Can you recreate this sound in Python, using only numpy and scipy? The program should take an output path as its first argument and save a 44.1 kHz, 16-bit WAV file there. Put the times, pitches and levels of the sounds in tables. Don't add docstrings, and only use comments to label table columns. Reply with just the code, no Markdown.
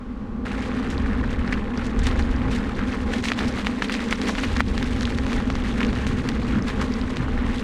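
import sys
import numpy as np
from scipy import signal
from scipy.fft import rfft, irfft, next_fast_len
from scipy.io import wavfile
from scipy.ndimage import uniform_filter1d

SR = 44100
rng = np.random.default_rng(int(sys.argv[2]) if len(sys.argv) > 2 else 0)


def waveform_to_disk(signal):
    frames = np.transpose(np.atleast_2d(signal))
    scaled = np.clip(frames, -1, 1) * 32767
    samples = np.round(scaled).astype(np.int16)
    wavfile.write(sys.argv[1], SR, samples)


N = 336483
TIME = np.arange(N) / SR

# time_s, crunch_db, spray_db
TRACK = [(.5, -35.5, -48.5), (1.15, -36, -55.5), (1.7, -39, -60), (2.1, -36.5, -51), (2.4, -36, -54),
         (3.05, -38, -49.5), (3.45, -37.5, -47), (3.75, -37, -47.5), (3.95, -38, -47), (4.45, -35.5, -41.5),
         (4.7, -39.5, -46), (5.35, -38.5, -47), (5.9, -35.5, -46.5), (6.35, -37.5, -51), (6.9, -37.5, -49),
         (7.63, -35, -51)]
# middle_s, half_length_s, drop_db
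MUD = [(1.375, 0.013, 4), (2.743, 0.021, 4), (3.053, 0.011, 6.5), (3.223, 0.03, 10.5), (3.52, 0.019, 0.5),
       (3.745, 0.022, 4), (4.328, 0.022, 5), (4.722, 0.015, 4), (6.23, 0.019, 4), (6.623, 0.027, 4.5),
       (6.88, 0.03, 3)]
# frequency_hz, level_db
CRUNCH_SPECTRUM = [(200, -44), (600, 4), (900, 1), (1250, 2.5), (1800, 2.5), (2400, -5), (3600, -13),
                   (5000, -21), (8000, -24.5), (11000, -31.5), (16000, -58)]
SPRAY_SPECTRUM = [(500, -43), (1800, 10), (3000, 5.5), (4000, 3), (5000, -2), (6500, -5), (8500, -10),
                  (10300, -16), (11500, -28.5), (12700, -23), (15500, -36)]
ASPHALT_SPECTRUM = [(500, -18), (750, -6), (1100, 6), (1800, -2.5), (2600, -9.5), (4000, -16),
                    (7000, -26.5), (11000, -37), (16000, -54)]


def tyre(crunch_db=-1.5, spray_db=3.0, crunch_clump_db=1.0, spray_clump_db=3.0,
         crunch_wash=0.69, spray_wash=1.0, pebble_db=-5.5, hiss_db=-49.0):
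    grit_from_s, edge_s = 0.45, 0.006
    loose = np.clip((TIME - grit_from_s) / edge_s, 0, 1)
    clumps = bursts(per_s=180, decay_s=0.0065)

    grit = grains(per_s=1100, spread_db=4.8, low_hz=800, high_hz=4800, cycles=1.5, count=36)
    crunch = steady(colour(grit + crunch_wash * rng.standard_normal(N), CRUNCH_SPECTRUM), seconds=0.46)
    crunch *= amp(curve(TRACK, column=1) + heaps(column=1) + crunch_db + crunch_clump_db * clumps)

    sand = grains(per_s=5000, spread_db=3, low_hz=2000, high_hz=14000, cycles=2.5, count=28)
    spray = steady(colour(sand + spray_wash * rng.standard_normal(N), SPRAY_SPECTRUM), seconds=0.11)
    pebbles = grains(per_s=70, spread_db=4.2, low_hz=1600, high_hz=6500, cycles=2.6, cap=3, count=20)
    spray *= amp(spray_clump_db * clumps)
    spray += amp(pebble_db) * unit(colour(pebbles, SPRAY_SPECTRUM))
    spray *= amp(curve(TRACK, column=2) + heaps(column=2) + spray_db)

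    hiss = amp(hiss_db) * unit(colour(rng.standard_normal(N), ASPHALT_SPECTRUM))
    contact = amp(hops() - humps(MUD))
    return loose * contact * (crunch + spray) + (1 - loose) * hiss


# middle_s, half_length_s, crunch_lift_db, spray_lift_db
HEAPS = [(1.317, 0.021, -0.5, 8.5), (1.512, 0.12, 3, 7.5), (1.795, 0.071, 3, 6.5), (2.059, 0.045, 4.5, 9),
         (2.535, 0.032, 1.5, 14.5), (2.816, 0.019, 5.5, -2), (2.93, 0.02, 8.5, 0.5),
         (3.14, 0.0086, 8.5, 12), (3.246, 0.073, 4, 14), (3.413, 0.029, 8.5, 4), (3.582, 0.041, 3, 4),
         (3.842, 0.018, 0, 8), (3.94, 0.022, 1, 6.5), (4.124, 0.016, 9, 9.5), (4.218, 0.033, 2, 4.5),
         (4.277, 0.014, -7, 4), (4.383, 0.0059, 6, 6), (4.59, 0.026, 5, 4.5), (4.807, 0.057, 3.5, 0.5),
         (5.026, 0.011, -1, 9), (5.34, 0.063, 3.5, 3.5), (5.813, 0.009, 11, -1), (5.84, 0.03, 1.5, 2.5),
         (6.065, 0.016, -2, -2), (6.287, 0.015, 5, 2), (6.558, 0.047, 5.5, -0.5), (6.681, 0.017, 5, 7),
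         (6.82, 0.021, 6, 1), (7.4, 0.043, 2, -2.5), (7.587, 0.035, -8, 4.5)]


def heaps(column):
    return humps((row[0], row[1], row[column + 1]) for row in HEAPS)


# start_s, knock_db, pitch_hz, length_cycles,
# tick_db (relative to the knock, before the common tick lift)
STONES = [(0.7976, -24, 1100, 0.54, -25), (1.061, -22, 1680, 0.91, -32), (1.2388, -21, 1600, 1.3, -35),
          (1.4776, -22.5, 1770, 1.1, -25), (1.5248, -17, 1890, 1, -18), (1.5288, -14, 2020, 1.2, -30),
          (1.539, -27, 2700, 1.8, -30), (2.157, -22, 1500, 0.7, -29), (2.0711, -16.5, 1800, 0.32, -18),
          (2.1123, -18, 1210, 0.13, -22), (2.1939, -16.5, 1600, 0.43, -23), (2.791, -18.5, 1560, 0.72, -30),
          (3.135, -19.5, 1540, 1, -26), (3.239, -18, 1900, 0.6, -14), (3.2538, -19, 2110, 0.68, -18),
          (3.256, -18.5, 2300, 0.51, -16), (3.275, -27, 2400, 0.39, -16), (3.302, -19, 1880, 0.91, -25),
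          (3.334, -24, 3000, 0.81, -20), (3.4074, -22, 1550, 0.86, -25), (3.646, -25, 1050, 0.91, -27),
          (3.285, -13.5, 2590, 0.77, -25), (3.3177, -7.5, 1920, 0.55, -35), (3.3897, -14, 1930, 0.34, -18),
          (3.668, -8.5, 1960, 0.46, -22.5), (3.8207, -12, 1730, 1.04, -31), (3.823, -9.5, 1600, 0.27, -28),
          (3.8964, -18, 1850, 0.34, -28), (3.94, -18.5, 1860, 0.9, -11), (3.9504, -15, 2100, 0.59, -22),
          (3.993, -20, 1850, 0.81, -26), (4.0152, -20.5, 1840, 0.41, -24), (4.272, -20, 1830, 0.63, -22),
          (4.277, -20, 1770, .7, -20), (4.1257, -7, 1970, 0.53, -28), (4.2154, -20.5, 1570, 0.46, -9),
          (4.2938, -16, 1580, 0.47, -25), (4.3515, -17.5, 1800, 0.55, -18), (4.4346, -13, 1580, 0.25, -22),
          (4.5643, -15.5, 1710, 0.78, -23), (4.568, -19.5, 1600, 0.39, -8), (4.6045, -5, 1500, 0.58, -25),
          (4.778, -19, 1550, 0.25, -10.5), (4.8267, -20.5, 1860, 0.8, -13), (5.0088, -26, 1570, 1.1, -3.5),
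          (5.031, -23.5, 1670, 1.2, -11), (5.053, -14.5, 3300, 0.7, -33), (5.075, -21.5, 1640, 0.92, -28),
          (5.104, -21, 1840, 0.57, -21), (5.185, -17, 1820, 0.67, -17), (5.265, -16.5, 1540, 0.34, -20),
          (5.33, -19, 1780, 0.55, -14), (5.402, -22, 1100, 0.64, -25), (5.4997, -20, 940, 0.6, -26),
          (5.5013, -13, 1500, 0.3, -22), (5.5532, -18, 1230, 0.33, -14.5), (5.8047, -14.5, 2160, 0.73, -28),
          (5.83, -13, 2280, 0.62, -28), (5.848, -20, 2200, 0.77, -16), (5.9294, -17.5, 1150, 0.21, -22),
          (6.0668, -17.5, 1600, 0.35, -20), (6.2891, -16.5, 1690, 0.41, -25),
          (6.8152, -19.5, 1220, 0.9, -24), (7.1685, -17.5, 1910, 0.39, -15), (7.282, -21, 1350, 0.72, -38)]


def stones(tick_lift_db=14.0, tick_hz=4050, tick_s=0.00022, scatter_db=-26.5,
           thud_db=-15, thud_hz=750, thud_s=0.00054, lead_s=0.00113):
    out = np.zeros(N)
    t = np.arange(-SR // 50, SR // 20) / SR
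    crumble = np.exp(-abs(t) / np.where(t < 0, .0015, .004))
    for s, db, hz, cycles, bright_db in STONES:
        age = abs(t) * hz / cycles * np.where(t < 0, 1.2, .7)
        knock = -np.cos(2 * np.pi * hz * t) * np.exp(-age ** 3.2)
        tick = -np.cos(2 * np.pi * tick_hz * t) * np.exp(-abs(t) / tick_s) * (t >= 0)
        tick *= amp(bright_db + tick_lift_db)
        band = signal.butter(1, [min(hz, tick_hz / 2), tick_hz], "band", fs=SR)
        scatter = amp(scatter_db) * crumble * unit(signal.lfilter(*band, rng.standard_normal(len(t))))
        thud = -2 * amp(thud_db + db / 2) * np.cos(2 * np.pi * thud_hz * t) * np.exp(-(t / thud_s) ** 2)
        pop = knock + tick + thud + scatter + skitter(t, hz)
        add(out, s + lead_s + t[0], amp(db) * pop)
    return colour(out, [(150, 3), (600, -1.0), (6500, 2.5), (10000, -9.0), (12000, -16), (16000, -25)])


def skitter(t, hz, ring_db=-22.0, ring_s=0.0015, chip_db=-13.0, chip_s=0.0003,
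            spread_s=0.009, fade_s=0.005, count=4):
    out = amp(ring_db) * -np.cos(2 * np.pi * hz * t) * np.exp(-abs(t) / ring_s) * (t > 0)
    for when, size in rng.random((count, 2)):
        delay = when * spread_s
        chip_hz = hz * (0.87 + 1.7 * size)
        fade = np.exp(-delay / fade_s - abs(t - delay) / chip_s)
        out += amp(chip_db) * fade * np.sin(2 * np.pi * chip_hz * (t - delay))
    return out


def hops(from_db=-8.5, db_per_db=3, after_s=0.029, half_s=0.029):
    return -humps((s + after_s, half_s, db_per_db * max(db - from_db, 0)) for s, db, *_ in STONES)


# start_s, level_db (before the trim), body_hz, decay_s
CRUSHES = [(1.5306, -29.5, 2400, 0.0092), (2.067, -32, 2900, .005), (2.1973, -29, 1900, 0.0045),
           (3.319, -22, 2200, .004), (3.389, -27, 3400, 0.0073), (3.662, -30, 2800, 0.0044),
           (3.6695, -23, 2000, .004), (3.824, -27, 1700, .005), (3.896, -17.5, 1930, 0.0045),
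           (3.923, -21.5, 3700, .004), (4.1275, -23, 1900, .005), (4.231, -32, 3300, .005),
           (4.288, -21, 1700, .005), (4.294, -19, 1300, .005), (4.383, -26, 2000, .005),
           (4.393, -21, 1700, 0.0036), (4.4378, -22.5, 2600, 0.0076), (4.597, -22, 1910, 0.0098),
           (4.826, -25, 3000, 0.0055), (5.806, -27, 2400, .007), (5.830, -24, 2500, 0.0044),
           (6.288, -20.5, 3550, 0.0033), (6.682, -21, 3270, 0.0024), (6.700, -26, 2400, .004),
           (6.816, -25, 1300, .005), (6.824, -25, 1400, .008), (6.842, -29, 2100, 0.0036)]


def crushes(trim_db=-1.5, rise_s=0.00041, body_db=-7.0, width=0.17):
    out, t = np.zeros(N), np.arange(SR // 12) / SR
    for s, db, hz, decay in CRUSHES:
        fractures = rng.standard_normal(len(t)) * (rng.random(len(t)) < 4000 / SR)
        band = signal.butter(2, [hz / 2, hz * 1.12], "band", fs=SR)
        crack = signal.lfilter(*band, fractures)
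        body = signal.lfilter(*signal.iirpeak(hz, 1 / width, SR), fractures)
        crumbling = steady(unit(crack) + amp(body_db) * unit(body), seconds=0.0076)
        envelope = (1 - np.exp(-t / rise_s)) * np.exp(-t / decay)
        add(out, s, amp(db + trim_db) * crumbling * envelope)
    return out


# start_s, level_db (before the trim), pitch_hz
PINGS = [(0.98, -21.5, 3860), (1.4765, -25, 4300), (1.7755, -21.5, 4900), (2.2244, -24, 4080),
         (2.363, -29, 4800), (6.6238, -24, 5270), (6.939, -20, 4730), (7.0143, -22, 4130)]


def pings(trim_db=-2, rise_s=0.00038, decay_s=0.00059):
    out, t = np.zeros(N), np.arange(SR // 50) / SR
    envelope = (1 - np.exp(-t / rise_s)) * np.exp(-t / decay_s)
    for s, db, hz in PINGS:
        ring = np.sin(2 * np.pi * hz * t) + 0.67 * np.sin(2 * np.pi * 1.14 * hz * t)
        add(out, s, 2 * amp(db + trim_db) * ring * envelope)
    return out


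# start_s, level_db (before the trim), decay_s
SQUIRTS = [(0.901, -28.5, 0.025), (1.8412, -32, 0.025), (1.865, -25, 0.0041), (1.9906, -21, 0.0056),
           (2.0323, -26, 0.025), (2.067, -15.5, 0.0061), (2.189, -30, 0.027), (2.31, -29.5, 0.0059),
           (2.501, -43, 0.012), (2.5584, -26, 0.0075), (3.2405, -23, 0.013), (3.256, -30, 0.018),
           (3.479, -21, 0.0092), (4.108, -16, 0.0051), (4.28, -21.5, 0.03), (6.065, -27.5, 0.033),
           (6.6794, -38, 0.04), (6.8095, -22, 0.013)]
# frequency_hz, level_db
SQUIRT_SPECTRUM = [(500, -30), (2000, 12.5), (4000, 7), (6500, 4), (9500, -6), (11500, -18.5), (13000, -18),
                   (16000, -32)]


def squirts(trim_db=-9, rise_s=0.00095):
    swell, t = np.zeros(N), np.arange(SR // 4) / SR
    for s, db, decay in SQUIRTS:
        add(swell, s, amp(db + trim_db) * (1 - np.exp(-t / rise_s)) * np.exp(-t / decay))
    drops = grains(per_s=8100, spread_db=18.0, low_hz=1910, high_hz=15400, cycles=1.0)
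    return swell * unit(colour(drops, SQUIRT_SPECTRUM))


# frequency_hz, width_hz, level_db
DRONE_MODES = [(204.9, 21, -1), (232.7, 21, 0), (257.4, 10, -2), (281.2, 13, -8.5)]
ROAR_MODES = [(353, 161, 5), (460.5, 78, 4.5), (622, 30, -11), (812.3, 40, -4), (1073, 132, -3)]
# time_s, pitch_hz
DRONE_PITCH = [(0, 238.7), (.8, 233.7), (1.6, 233.9), (2.1, 241.4), (3.1, 242.7), (3.6, 236), (4.1, 250.5),
               (5.0, 247.1), (5.5, 231.2), (6.0, 238.8), (6.5, 233.5), (7.0, 237.2), (7.63, 230.6)]


def drone(drone_db=-28.5, roar_db=-36, sway=0.341):
    pitch = curve(DRONE_PITCH, column=1)
    place = np.cumsum((pitch / pitch.mean()) ** sway)
    swaying = np.interp(place, np.arange(N), ringing(DRONE_MODES), period=N)
    throb = steady(swaying, seconds=0.27)
    throb *= amp(drone_db - 8 * smoothness() + jolts(column=1))
    roar = steady(ringing(ROAR_MODES), seconds=0.98)
    roar *= amp(roar_db - 10.5 * smoothness() + jolts(column=2) + hops())
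    return throb + roar


def hum(hum_db=-35.0, hum_hz=244.54, width_hz=6.2):
    tone = steady(ringing([(hum_hz, width_hz, 0)]), seconds=0.14)
    return amp(hum_db - 8 * smoothness()) * tone


def smoothness(rough_by_s=0.63):
    return np.clip(1 - TIME / rough_by_s, 0, 1)


# middle_s, drone_lift_db, roar_lift_db, rumble_lift_db
BUMPS = [(1.07, 3, 0.5, 0), (2.17, 0.5, 4, -11), (2.47, 4.5, 4, 9), (3.12, 1, 4.5, -6),
         (3.46, 1.5, 2.5, 9.5), (4.1, 2.5, 1, 4), (4.28, 3, 4, 5), (5.33, 4, 2.5, -1), (5.5, 3, 2, 1.5),
         (5.85, 6.5, 4, -6), (6.56, 7.5, 0.5, 4), (6.82, 1.5, 3, 2.5), (7.22, -8.5, -1.5, 12.5),
         (7.47, 0, -0.5, 10)]


def jolts(column, half_s=0.063):
    return humps((row[0], half_s, row[column]) for row in BUMPS)


# time_s, rumble_db
GROUND = [(0, -44), (.6, -38.5), (1.3, -33.5), (1.75, -39), (2.1, -32.5), (2.9, -35.5), (4.3, -47),
          (4.6, -31), (5.15, -35), (6.3, -28.5), (6.9, -35.5), (7.63, -40)]
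# frequency_hz, level_db
RUMBLE_SPECTRUM = [(30, -27), (65, -12), (85, -7.5), (122, -6), (152, -9.5), (200, -20), (330, -18),
                   (700, -53), (16000, -140)]


def rumble():
    low = steady(colour(rng.standard_normal(N), RUMBLE_SPECTRUM), seconds=0.37)
    return amp(curve(GROUND, column=1) + jolts(column=3)) * low


# time_s, buffet_db
GUSTS = [(0, -38), (.55, -32.5), (.78, -35.5), (.97, -26.5), (1.5, -26.5), (1.75, -34.5), (2.05, -20.5),
         (2.5, -27.5), (2.8, -30.5), (3.1, -29.5), (3.35, -39), (3.47, -30), (3.85, -39), (4.4, -32.5),
         (4.56, -25.5), (4.8, -28.5), (5.3, -27.5), (5.9, -28.5), (7.2, -31.5), (7.35, -24), (7.63, -31)]
# frequency_hz, level_db
WIND_SPECTRUM = [(5, -20), (15, -5.5), (28, -0.5), (50, -0.5), (66, 1.5), (85, -6), (160, -25), (700, -60),
                 (16000, -140)]


def wind(trim_db=1.5):
    buffet = steady(colour(rng.standard_normal(N), WIND_SPECTRUM), seconds=0.24)
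    return amp(curve(GUSTS, column=1) + trim_db) * buffet


def ringing(modes):
    out = np.zeros(N)
    for hz, width, db in modes:
        b, a = signal.iirpeak(hz, hz / (width * np.pi / 2), SR)
        once = signal.lfilter(b, a, rng.standard_normal(N))
        out += amp(db) * unit(signal.lfilter(b, a, once))
    return out


def grains(per_s, spread_db, low_hz, high_hz, cycles, cap=1.73, count=24):
    chance, kind = rng.random(N), rng.integers(0, count, N)
    sizes = amp(spread_db * np.minimum(rng.exponential(1, N), cap)) * rng.choice([-1, 1], N)
    hits, out = sizes * (chance < per_s / SR), np.zeros(N)
    for k, hz in enumerate(np.geomspace(low_hz, high_hz, count)):
        r, turn = np.exp(-hz / (cycles * SR)), 2 * np.pi * hz / SR
        resonator = [1, -2 * r * np.cos(turn), r * r]
        out += (1 - r) * signal.lfilter([1, 0, -1], resonator, hits * (kind == k))
    return unit(out)


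def bursts(per_s, decay_s):
    kicks = 1.0 * (rng.random(N) < per_s / SR)
    swells = np.sqrt(signal.lfilter([1], [1, -np.exp(-1 / (decay_s * SR))], kicks))
    return unit(swells - swells.mean())


def humps(rows):
    t = TIME[::32]
    total = sum(db * np.exp(-((t - s) / half_s) ** 2) for s, half_s, db in rows)
    return np.interp(TIME, t, total)


def amp(db):
    return 10 ** (np.asarray(db) / 20)


def unit(x):
    return x / np.sqrt(np.mean(x ** 2) + 1e-20)


def curve(rows, column):
    rows = np.asarray(rows)
    return np.interp(TIME, rows[:, 0], rows[:, column])


def colour(x, spectrum):
    hz, db = np.transpose(spectrum)
    size = next_fast_len(N)
    bins = np.fft.rfftfreq(size, 1 / SR)
    gain = amp(np.interp(np.log(bins + 1), np.log(hz), db))
    return irfft(rfft(x, size) * gain, size)[:N]


def steady(x, seconds):
    size = max(int(seconds * SR), 2)
    power = uniform_filter1d(uniform_filter1d(x ** 2, size), size)
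    return x / np.sqrt(abs(power) + 1e-12)


def add(mix, s, sound):
    part = mix[max(round(s * SR), 0):][:len(sound)]
    part += sound[:len(part)]


def scene():
    ground = tyre() + stones() + crushes() + pings() + squirts()
    mono = ground + drone() + hum() + rumble() + wind()
    return np.tile(mono, (2, 1))


def record(dry):
    low_pass = signal.firwin(511, 15750, window=("kaiser", 9), fs=SR)
    return signal.oaconvolve(dry, low_pass[None], "same")


dry = scene()
out = record(dry)
waveform_to_disk(out)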